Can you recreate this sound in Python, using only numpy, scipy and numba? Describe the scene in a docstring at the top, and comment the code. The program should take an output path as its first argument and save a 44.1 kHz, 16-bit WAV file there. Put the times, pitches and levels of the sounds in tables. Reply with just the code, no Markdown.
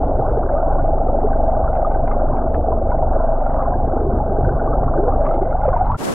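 """Under water, from the start: an idling boat engine throbs and knocks through the hull as summed harmonics
and struck resonances. Water churns past as filtered noise and crowds of damped rings. Splashes spatter,
air pockets gurgle upward and single bubbles ring out; a sealed housing muffles it all alike in both channels.
At the end the sound cuts to the deck: wide wind and sea spray, as filtered noise in two channels."""
import sys
import numpy as np
from scipy import signal
from scipy.fft import rfft, irfft, next_fast_len
from scipy.io import wavfile
from scipy.ndimage import uniform_filter1d, minimum_filter1d
from numba import njit

SR = 44100
rng = np.random.default_rng(int(sys.argv[2]) if len(sys.argv) > 2 else 0)


def persist_wave(psi):
    """Save psi, clipped to +-1, as 16-bit WAV."""
    counts = np.round(np.clip(psi, -1, 1) * 32767).astype(np.int16)
    wavfile.write(sys.argv[1], SR, np.atleast_2d(counts).T)


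N = 270761

# Levels are relative inside each source; spectrum tables set a shape only, as colour() restores the rms.

# slow hunting of the idle: t/s, f/Hz (turns per second)
IDLE_SPEED = [(0, 23.26), (.55, 23.33), (.9, 23.43), (1.35, 23.47), (1.85, 23.4), (2.05, 23.27),
              (2.55, 23.19), (2.85, 23.27), (3.2, 23.27), (3.4, 23.37), (3.65, 23.36), (4.05, 23.45),
              (4.6, 23.24), (4.8, 23.29), (5.15, 23.48), (5.5, 23.42), (6.14, 23.4)]
# engine hum through the hull: multiple of the turn rate, level/dB
HUM_HARMONICS = [(1, -18.5), (2, -31), (3, -29), (5, -44), (6, -37.5), (10, -38.5), (11, -38.5), (12, -42)]
# engine changes: t/s, throb level/dB, third multiple level/dB, upper hum level/dB, hull plate level/dB
ENGINE_LEVELS = [(0, -1, -1, 3.5, -9), (.5, -2, -1, -3, -11.5), (.75, 0.5, -2, 0.5, -7),
                 (1.3, 0.5, 4, 6.5, -3), (1.75, -0.5, 0, -3, -4.5), (2.25, 0.5, -2.5, 1.5, -6),
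                 (2.6, -1.5, 3.5, 2.5, -1), (3, 2, 2, -4.5, -1), (3.3, 3, -10.5, 0, -1.5),
                 (3.8, -1.5, -9.5, 1.5, -12), (4.2, -3.5, 1.5, 0.5, -8), (4.75, -2, -11, 0, -7.5),
                 (5.2, 2.5, -2, -1.5, -13.5), (5.5, -3, -1, -5, -13), (5.96, -4, -4.5, -5.5, -3.5)]
# hull plate resonances: f/Hz, bandwidth/Hz, level/dB
HULL_PLATES = [(565, 28, -6), (653, 24, 0), (670, 160, -12), (773, 34, -5)]
# rush of water in the hull band: f/Hz, level/dB
RUSH_SPECTRUM = [(400, -6.5), (520, 9.5), (660, 16), (800, 14.5), (900, 5), (1100, -45), (2000, -86)]
# water around the housing: t/s, hull band level/dB, gurgle level/dB, fizz level/dB, crackle level/dB
WATER_LEVELS = [(0, -23.5, -24, -35, -65), (.6, -22.5, -28.5, -38.5, -72), (1.2, -23, -28.5, -39.5, -70.5),
                (1.8, -21.5, -33.5, -39, -70.5), (2.45, -24.5, -26, -38.5, -71),
                (3.0, -24, -28.5, -40, -71.5), (3.5, -22, -34, -35.5, -68), (4.05, -24, -24, -38, -70.5),
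                (4.8, -23, -26.5, -36.5, -68), (5.1, -23.5, -27, -38, -70), (5.4, -22.5, -29, -38, -66),
                (5.7, -22.5, -36.5, -37, -69.5), (5.96, -32, -37.5, -36, -63.5)]
# surges that thump the housing: t/s, level/dB
SURGE_PUSHES = [(0.181, -22), (0.349, -25.5), (0.823, -25), (1.644, -26), (2.021, -33.5), (2.3, -32.5),
                (2.5, -30), (2.821, -25.5), (3.05, -30), (3.549, -33), (3.82, -20.5), (4.152, -24),
                (4.468, -18.5), (4.812, -24), (5.13, -26.5), (5.4, -33.5), (5.642, -23.5), (5.89, -23.5)]
# low buffeting: f/Hz, level/dB
BUFFET_SPECTRUM = [(8, -9.5), (20, -7.5), (50, 4), (130, -4.5), (200, -15.5), (400, -51), (800, -100)]
# large bubbles: f/Hz, level/dB
GURGLE_SPECTRUM = [(150, -1.5), (230, -11), (350, -3.5), (480, -1.5), (600, 2.5), (900, -30)]
# small bubbles: f/Hz, level/dB
FIZZ_SPECTRUM = [(700, -12), (950, -1), (1490, -6), (1650, -14.5), (1800, -37), (2500, -78)]
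# smallest bubbles: f/Hz, level/dB
CRACKLE_SPECTRUM = [(1400, -21), (1750, 3), (2150, -8.5), (2450, -16.5), (4000, -12.5), (8000, -49),
                    (11000, -78.5)]
# hiss under the crackle: f/Hz, level/dB
WASH_SPECTRUM = [(1300, -51.5), (1750, -1.5), (1900, -5.5), (2070, 0.5), (2300, -18), (3000, -13),
                 (5000, -18.5), (9000, -19), (16000, -42)]
# sharp splashes on the housing: t/s, level/dB, treble level/dB re first level, mean delay of drops/s,
# housing ring level/dB re first level
HOUSING_SPLASHES = [(0.0464, -45, -13, 0.0021, -18), (0.3057, -50.5, -35.5, 0.0059, -8),
                    (0.3878, -53, -26, 0.0076, -0.5), (.5202, -51, -22, .007, 0.5),
                    (1.7295, -47, -22, .007, -1), (1.7519, -42, -27, 0.0087, -5),
                    (1.8183, -49.5, -16, 0.007, -7), (1.8627, -52, -18, .005, -3),
                    (1.9145, -48, -12, 0.0075, -6), (1.9424, -48, -8, 0.008, -9),
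                    (2.0762, -36, -33, 0.0034, -7), (2.1121, -39.5, -32, 0.011, 1),
                    (2.364, -43, -22, 0.0047, -11.5), (2.542, -34.5, -18, 0.0098, -20),
                    (2.9073, -48, -32, .008, -1.5), (3.0126, -60, -25, .003, -8),
                    (3.456, -47.5, -12.5, 0.0089, -2.5), (3.5418, -51, -20, .007, -8),
                    (3.6267, -46, -29.5, 0.0062, -10.5), (4.4438, -54, -11, 0.0087, -1.5),
                    (4.5994, -52.5, -20.5, 0.008, -6), (5.2046, -51, -25, .008, -7),
                    (5.2515, -38, -28, 0.005, -8), (5.2639, -35, -23, 0.0096, -10),
                    (5.2879, -43.5, -18, .006, -1.5), (5.3158, -46.5, -9.5, .008, -4.5),
                    (5.3393, -48, -5, 0.0033, 2.5), (5.351, -52.5, -4, .004, -12),
                    (5.4206, -51, -20, .007, 2.5), (5.4495, -47, -18, 0.0046, -1),
                    (5.5049, -53, -24, 0.0078, 6), (5.6096, -45.5, -26, 0.0086, -3),
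                    (5.63, -42.5, -25.5, 0.018, -5), (5.66, -44, -21, 0.011, -9),
                    (5.75, -44, -27, 0.021, -7.5), (5.6825, -36, -25.5, 0.0069, -10),
                    (5.7294, -41, -26, 0.015, -8), (5.7714, -40.5, -18, .005, -10),
                    (5.7942, -50, -32, 0.0094, -2.5), (5.845, -46, -29, .006, -8.5),
                    (5.8696, -43, -34, .005, -5), (5.897, -49, -13, .004, -9), (5.917, -44, -5, 0.0045, -6),
                    (5.9479, -46, -12, .005, -10)]
# shrinking air pockets: start t/s, length/s, first f/Hz, last f/Hz, level/dB
POCKET_SWEEPS = [(.08, .2, 540, 790, -23), (.42, .32, 540, 790, -22), (3.66, .16, 660, 760, -24),
                 (4.92, .24, 280, 680, -19.5), (5.15, .27, 570, 720, -20), (5.44, .14, 450, 780, -21),
                 (5.72, .23, 600, 1000, -22)]
# clearest single bubbles: t/s, starting f/Hz, level/dB
CLEAR_BUBBLES = [(.221, 770, -8.5), (.369, 432, -7.5), (.39, 695, -9.5), (0.427, 1110, -28),
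                 (0.488, 1556, -30), (0.566, 1200, -22.5), (0.578, 1440, -29), (0.684, 947, -19),
                 (.7, 778, -11), (0.782, 1084, -20), (0.791, 1380, -24), (1.082, 1175, -23.5),
                 (1.084, 506, -7.5), (1.145, 568, -9), (1.24, 408, -5), (1.286, 1070, -21),
                 (1.33, 1484, -25), (1.432, 608, -8), (1.522, 662, -13), (1.639, 1100, -20.5),
                 (1.677, 1335, -22), (1.698, 3650, -61), (1.752, 2570, -51.5), (1.847, 1190, -13),
                 (1.864, 3340, -55.5), (2.16, 3590, -62), (1.946, 1474, -28.5), (2.111, 1165, -17.5),
                 (2.229, 584, -7.5), (2.703, 440, -12), (2.72, 964, -15.5), (2.916, 1406, -25.5),
                 (2.918, 938, -13.5), (3.024, 893, -16), (3.465, 1340, -23.5), (3.504, 658, -6.5),
                 (3.601, 1138, -18), (3.627, 990, -17.5), (3.655, 1016, -17), (3.72, 970, -18),
                 (3.736, 1550, -30.5), (3.799, 776, -11), (3.932, 340, -7), (4.01, 394, -10),
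                 (4.063, 370, -10), (4.128, 228.6, -4), (4.2, 800, -9), (4.383, 400, -8.5),
                 (4.447, 1464, -23), (4.491, 1454, -23), (4.596, 1400, -21), (4.674, 1115, -17.5),
                 (4.729, 1240, -17.5), (4.83, 1083, -24.5), (4.877, 1080, -18.5), (4.881, 1283, -23),
                 (4.938, 1155, -20), (4.971, 399, -8.5), (4.975, 1450, -26.5), (5.121, 1194, -21),
                 (5.265, 1130, -15.5), (5.31, 1277, -20.5), (5.414, 370, -5.5), (5.526, 1350, -21.5),
                 (5.551, 764, -8), (5.6, 756, -10), (5.632, 812, -9.5), (5.652, 587, -5.5),
                 (5.678, 502, -2), (5.728, 1017, -15.5), (5.729, 1416, -23.5), (5.737, 689, -5),
                 (5.762, 903, -7.5), (5.808, 750, -7), (5.858, 4000, -58), (5.895, 934, -14),
                 (5.916, 1097, -13.5), (5.944, 1304, -19)]
# tone of the sealed housing, falling in the treble: f/Hz, level/dB
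HOUSING_RESPONSE = [(2500, -14), (5000, -15.5), (9000, -27.5), (16000, -54)]
# deck: t/s, wind level/dB, spray level/dB
DECK_LEVELS = [(5.97, -52, -58), (5.99, -37, -41.5), (6.01, -31, -39), (6.07, -25, -36), (6.14, -28, -37.5)]
# wind common to both channels: f/Hz, level/dB
WIND_MID_SPECTRUM = [(30, -19), (121, -10), (259, -5), (364, -7.5), (600, -9), (1160, -14.5), (1600, -24.5),
                     (4000, -58)]
# wind opposite in the two channels: f/Hz, level/dB
WIND_SIDE_SPECTRUM = [(30, -25), (179, -6), (374, -8), (1860, -26), (4000, -60)]
# spray: f/Hz, level/dB
SPRAY_SPECTRUM = [(800, -17), (1600, -1.5), (3000, -2), (5000, -6), (7000, -4.5), (11500, -7.5),
                  (13500, -16), (16000, -19)]
# tone of the left port over the right: f/Hz, level/dB
LEFT_OVER_RIGHT = [(700, -2), (2000, 5), (4000, 3), (5500, 6), (16000, -4)]

START_TURN, KNOCK_TURN = .47, 0.09  # crank angle at the start and at the knock, in turns
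WANDER_TURNS = .002  # rms unevenness of the idle
KNOCK_JITTER_S, HUM_SLIP_RAD = .00015, .35  # rms scatter of knock times and of hum phases
SURGE_S, EDDY_DB = 0.09, -30  # half length of a surge at 1/e; mean level of the eddies
WASH_DB = -6  # re crackle
SPLASH_HZ, SPLASH_T60_S = 2055, 0.074  # housing ring
SPATTER_DB, SPATTER_LOW_HZ, SPATTER_HIGH_HZ = 12.5, 873, 4850  # gain and pitch range of the drops
TREBLE_HZ, TREBLE_DB = 2540, 11  # drops above this pitch take the treble column plus this gain
SWEEP_WIDTH, SWEEP_CYCLES = .04, 30  # pitch scatter, plus or minus, as a share; T60 of a ring in cycles
# T60 at 1 kHz; power by which it shortens with pitch; log pitch climb over one T60
BUBBLE_T60_S, BUBBLE_SLOPE, BUBBLE_RISE = 0.055, 0.21, .2
CUT_S, FADE_IN_S = 5.968, .004
SIDE_DB = 2  # gain of the side wind
TOP_HZ = 16000  # low-pass edge


def undb(db):
    """Decibel law: amplitude gain is ten to the power dB / 20."""
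    return 10 ** (np.asarray(db) / 20)


def level(x, db):
    """Root mean square: scale a signal to a given rms level in dB."""
    return x * undb(db) / np.sqrt(np.mean(x ** 2))


def curves(table):
    """Linear interpolation: columns of a time table, sample by sample."""
    s, *columns = np.transpose(table)
    return [np.interp(np.arange(N) / SR, s, c) for c in columns]


def colour(x, points):
    """Spectral filtering: weight the Fourier spectrum by (f/Hz, level/dB) points; rms 1."""
    hz, db = np.transpose(points)
    size = next_fast_len(N)
    log_hz = np.log(np.arange(size // 2 + 1) * SR / size + 1)
    gain = undb(np.interp(log_hz, np.log(hz), db))
    return level(irfft(rfft(x, size) * gain, size)[:N], 0)


def walk(rate):
    """Smoothed random steps: levels held 1 / rate s, averaged twice over that time; rms 1."""
    k = int(SR / rate)
    steps = np.repeat(rng.standard_normal(N // k + 1), k)
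    return level(uniform_filter1d(uniform_filter1d(steps, k), k)[:N], 0)


@njit
def ring(s, hz, size, t60, rise, onset, count, sr):
    """Damped oscillation: rings set in over `onset` cycles, decay exponentially and climb in pitch."""
    out = np.zeros(count)
    for k in range(len(s)):
        w, phase, a = 2 * np.pi * hz[k] / sr, 0., size[k]
        steps, start, swell = int(t60[k] * sr * 1.3), int(s[k] * sr), onset * sr / hz[k]
        fade = np.exp(-np.log(1000) / (t60[k] * sr))
        climb = 1 + rise[k] / (t60[k] * sr)
        for i in range(min(steps, count - start)):
            attack = np.sin(np.pi / 2 * min(i / swell, 1.)) ** 2
            out[start + i] += a * attack * np.sin(phase)
            phase, w, a = phase + w, w * climb, a * fade
    return out


def swarm(rate, low_hz, high_hz, cycles, scatter_db, onset):
    """Superposition: a random crowd of bubble rings, `rate` a second, most small, a few large; rms 1."""
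    when, pitch, size, rise = rng.random((int(rate * N / SR), 4)).T
    hz = low_hz * (high_hz / low_hz) ** pitch
    size_db = np.minimum(-scatter_db * np.log(1 - size), 4 * scatter_db)
    rings = ring(when * N / SR, hz, undb(size_db), cycles / hz, 0.47 * rise, onset, N, 1. * SR)
    return level(rings, 0)


def hum(turn, throb_db, third_db, upper_db):
    """Harmonic series: multiples of the turn rate waver as the water path changes; the highest swell together."""
    total = 0
    for k, db in HUM_HARMONICS:
        waver_db = (1.14 + 1.8 * (k > 1)) * walk(4)
        swell_db = throb_db * (k < 2) + third_db * (k == 3) + upper_db * (k > 8)
        slip = HUM_SLIP_RAD * (k > 1) * walk(3)
        total = total + np.sqrt(2) * undb(db + waver_db + swell_db) * np.cos(2 * np.pi * k * turn + slip)
    return total


def knock(turn, plate_db):
    """Struck resonance: one soft uneven blow a turn rings the hull plates; the rush of water swells each turn."""
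    late = turn - KNOCK_TURN
    s = np.nonzero(np.diff(np.floor(late)))[0] / SR
    plates, one = 0, np.ones(len(s))
    for hz, width, db in HULL_PLATES:
        jitter, size = rng.standard_normal((len(s), 2)).T
        blow_s = np.maximum(s + KNOCK_JITTER_S * jitter, 0)
        t60 = np.log(1000) / np.pi / width  # a narrow resonance rings long
        plates = plates + ring(blow_s, hz * one, undb(db + 0.82 * size), t60 * one, 0 * one, 3.4, N, 1. * SR)
    gate = 1 + 0.23 * np.cos(2 * np.pi * (late - .15))
    rush = colour(rng.standard_normal(N), RUSH_SPECTRUM) * gate * undb(1.2 * walk(25))
    return (level(plates, 0) * undb(plate_db) + rush) * undb(-0.5)


def water(gurgle_db, fizz_db, crackle_db):
    """Turbulence and bubble resonance: eddies and surges buffet; large bubbles gurgle, small fizz, tiny crackle."""
    t = np.arange(N) / SR
    surges = sum(undb(db) * np.exp(-((t - s) / SURGE_S) ** 2) for s, db in SURGE_PUSHES)
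    push = undb(EDDY_DB + 2.0 * walk(12)) + surges
    buffet = colour(rng.standard_normal(N), BUFFET_SPECTRUM) * push
    large = swarm(250, 207.2, 556, cycles=13, scatter_db=2.5, onset=2.5)
    gurgle = colour(large, GURGLE_SPECTRUM) * undb(0.3 * walk(3.6))
    small = swarm(1500, 850, 1750, cycles=46, scatter_db=4.5, onset=3.7)
    fizz = colour(small, FIZZ_SPECTRUM) * undb(2.0 * walk(9))
    smallest = swarm(500, 1800, 3600, cycles=26, scatter_db=5.0, onset=4.3)
    crackle = colour(smallest, CRACKLE_SPECTRUM) * undb(2.2 * walk(21))
    wash = undb(WASH_DB + 2.0 * walk(32)) * colour(rng.standard_normal(N), WASH_SPECTRUM)
    return buffet + gurgle * undb(gurgle_db) + fizz * undb(fizz_db) + (crackle + wash) * undb(crackle_db)


def splashes(count=40):
    """Impact excitation: a thick spatter of drops, the low ones strongest, with the housing ringing on."""
    s, db, treble_db, scatter_s, ring_db = np.transpose(HOUSING_SPLASHES)[:, :, None]
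    late, pitch, tone = np.moveaxis(rng.random((len(s), count, 3)), 2, 0)
    hz = SPATTER_LOW_HZ * (SPATTER_HIGH_HZ / SPATTER_LOW_HZ) ** pitch
    late = -np.log(1 - late)  # exponential delays, mean 1
    tilt_db = (hz > TREBLE_HZ) * (treble_db + TREBLE_DB)
    size = undb(db + SPATTER_DB - 32 * pitch - 3.1 * late + tilt_db)
    drop_s, hz = (s + scatter_s * late).ravel(), hz.ravel()
    drops = ring(drop_s, hz, size.ravel(), 24 / hz, 0 * hz, 1.7, N, 1. * SR)
    s = s.ravel()
    shell_hz = SPLASH_HZ * (1 + 0.053 * (tone[:, 0] - .5))
    shell_size = undb(db + ring_db).ravel()
    shell = ring(s, shell_hz, shell_size, SPLASH_T60_S + 0 * s, 0.033 + 0 * s, 7.8, N, 1. * SR)
    return drops + shell


def sweeps(count=120):
    """Cavity resonance: a shrinking air pocket sheds a dense string of rings whose pitch climbs."""
    s, length_s, from_hz, to_hz, db = np.transpose(POCKET_SWEEPS)[:, :, None]
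    along, off = np.moveaxis(rng.random((len(s), count, 2)), 2, 0)
    hz = from_hz * (to_hz / from_hz) ** along * (1 + 2 * SWEEP_WIDTH * (off - .5))
    # share the power among the rings, strongest midway
    power = np.sin(np.pi * along) * length_s * hz * 2 * np.log(1000) * 2 / (count * SWEEP_CYCLES)
    size = undb(db) * np.sqrt(power)
    ring_s, hz = (s + length_s * along).ravel(), hz.ravel()
    return ring(ring_s, hz, size.ravel(), SWEEP_CYCLES / hz, 0 * hz, 1.7, N, 1. * SR)


def bubbles():
    """Bubble resonance: each clear bubble climbs in pitch as it rings; small, high ones fade sooner."""
    s, hz, db = np.transpose(CLEAR_BUBBLES)
    t60 = BUBBLE_T60_S * (1000 / hz) ** BUBBLE_SLOPE
    return ring(s, hz, undb(db), t60, BUBBLE_RISE + 0 * s, 3.2, N, 1. * SR)


def housing(under):
    """Transmission loss: the sealed shell dulls the treble; the overall rms is kept."""
    return colour(under, HOUSING_RESPONSE) * np.std(under)


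def deck():
    """Mid and side noise: gusty wind on two microphone ports; uncorrelated spray noise, brighter on the left."""
    wind_db, spray_db = curves(DECK_LEVELS)
    mid = colour(rng.standard_normal(N), WIND_MID_SPECTRUM) * undb(2.0 * walk(30))
    side = colour(rng.standard_normal(N), WIND_SIDE_SPECTRUM) * undb(2.0 * walk(30))
    flicker = undb(spray_db + 2.0 * walk(70))  # shared by both channels
    out = []
    for k in (1, -1):  # left, right
        wind = undb(wind_db) * (mid + k * undb(SIDE_DB) * side)
        port = wind + flicker * colour(rng.standard_normal(N), SPRAY_SPECTRUM)
        port = port * (np.arange(N) / SR > CUT_S - .05)
        tone = [(hz, k * db / 2) for hz, db in LEFT_OVER_RIGHT]
        out.append(np.std(port) * colour(port, tone))
    return np.array(out)


def scene():
    """Superposition and crossfade: all sources under water until the cut, then the deck."""
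    t = np.arange(N) / SR
    *hum_db, plate_db = curves(ENGINE_LEVELS)
    turn = START_TURN + np.cumsum(curves(IDLE_SPEED)[0]) / SR + WANDER_TURNS * walk(2.5)
    hull_db, *water_db = curves(WATER_LEVELS)
    under = hum(turn, *hum_db) + undb(hull_db) * knock(turn, plate_db) + water(*water_db)
    under = housing(under + splashes() + sweeps() + bubbles())
    above = np.clip((t - CUT_S) / 0.0053 + .5, 0, 1)
    return under * np.minimum(t / FADE_IN_S, 1) * (1 - above) + deck() * above


def record(dry):
    """Gain reduction: the camera's limiter dips smoothly around the loudest peaks; a low-pass cuts the top."""
    hold = int(0.019 * SR)
    needed = np.minimum(1, undb(-4.5) / (np.abs(dry).max(axis=0) + 1e-9))
    gain = minimum_filter1d(needed, 3 * hold)
    gain = uniform_filter1d(uniform_filter1d(gain, hold), hold)
    low_pass = signal.ellip(8, .2, 70, TOP_HZ, fs=SR, output="sos")
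    return signal.sosfilt(low_pass, dry * gain)


dry = scene()
out = record(dry)
persist_wave(out)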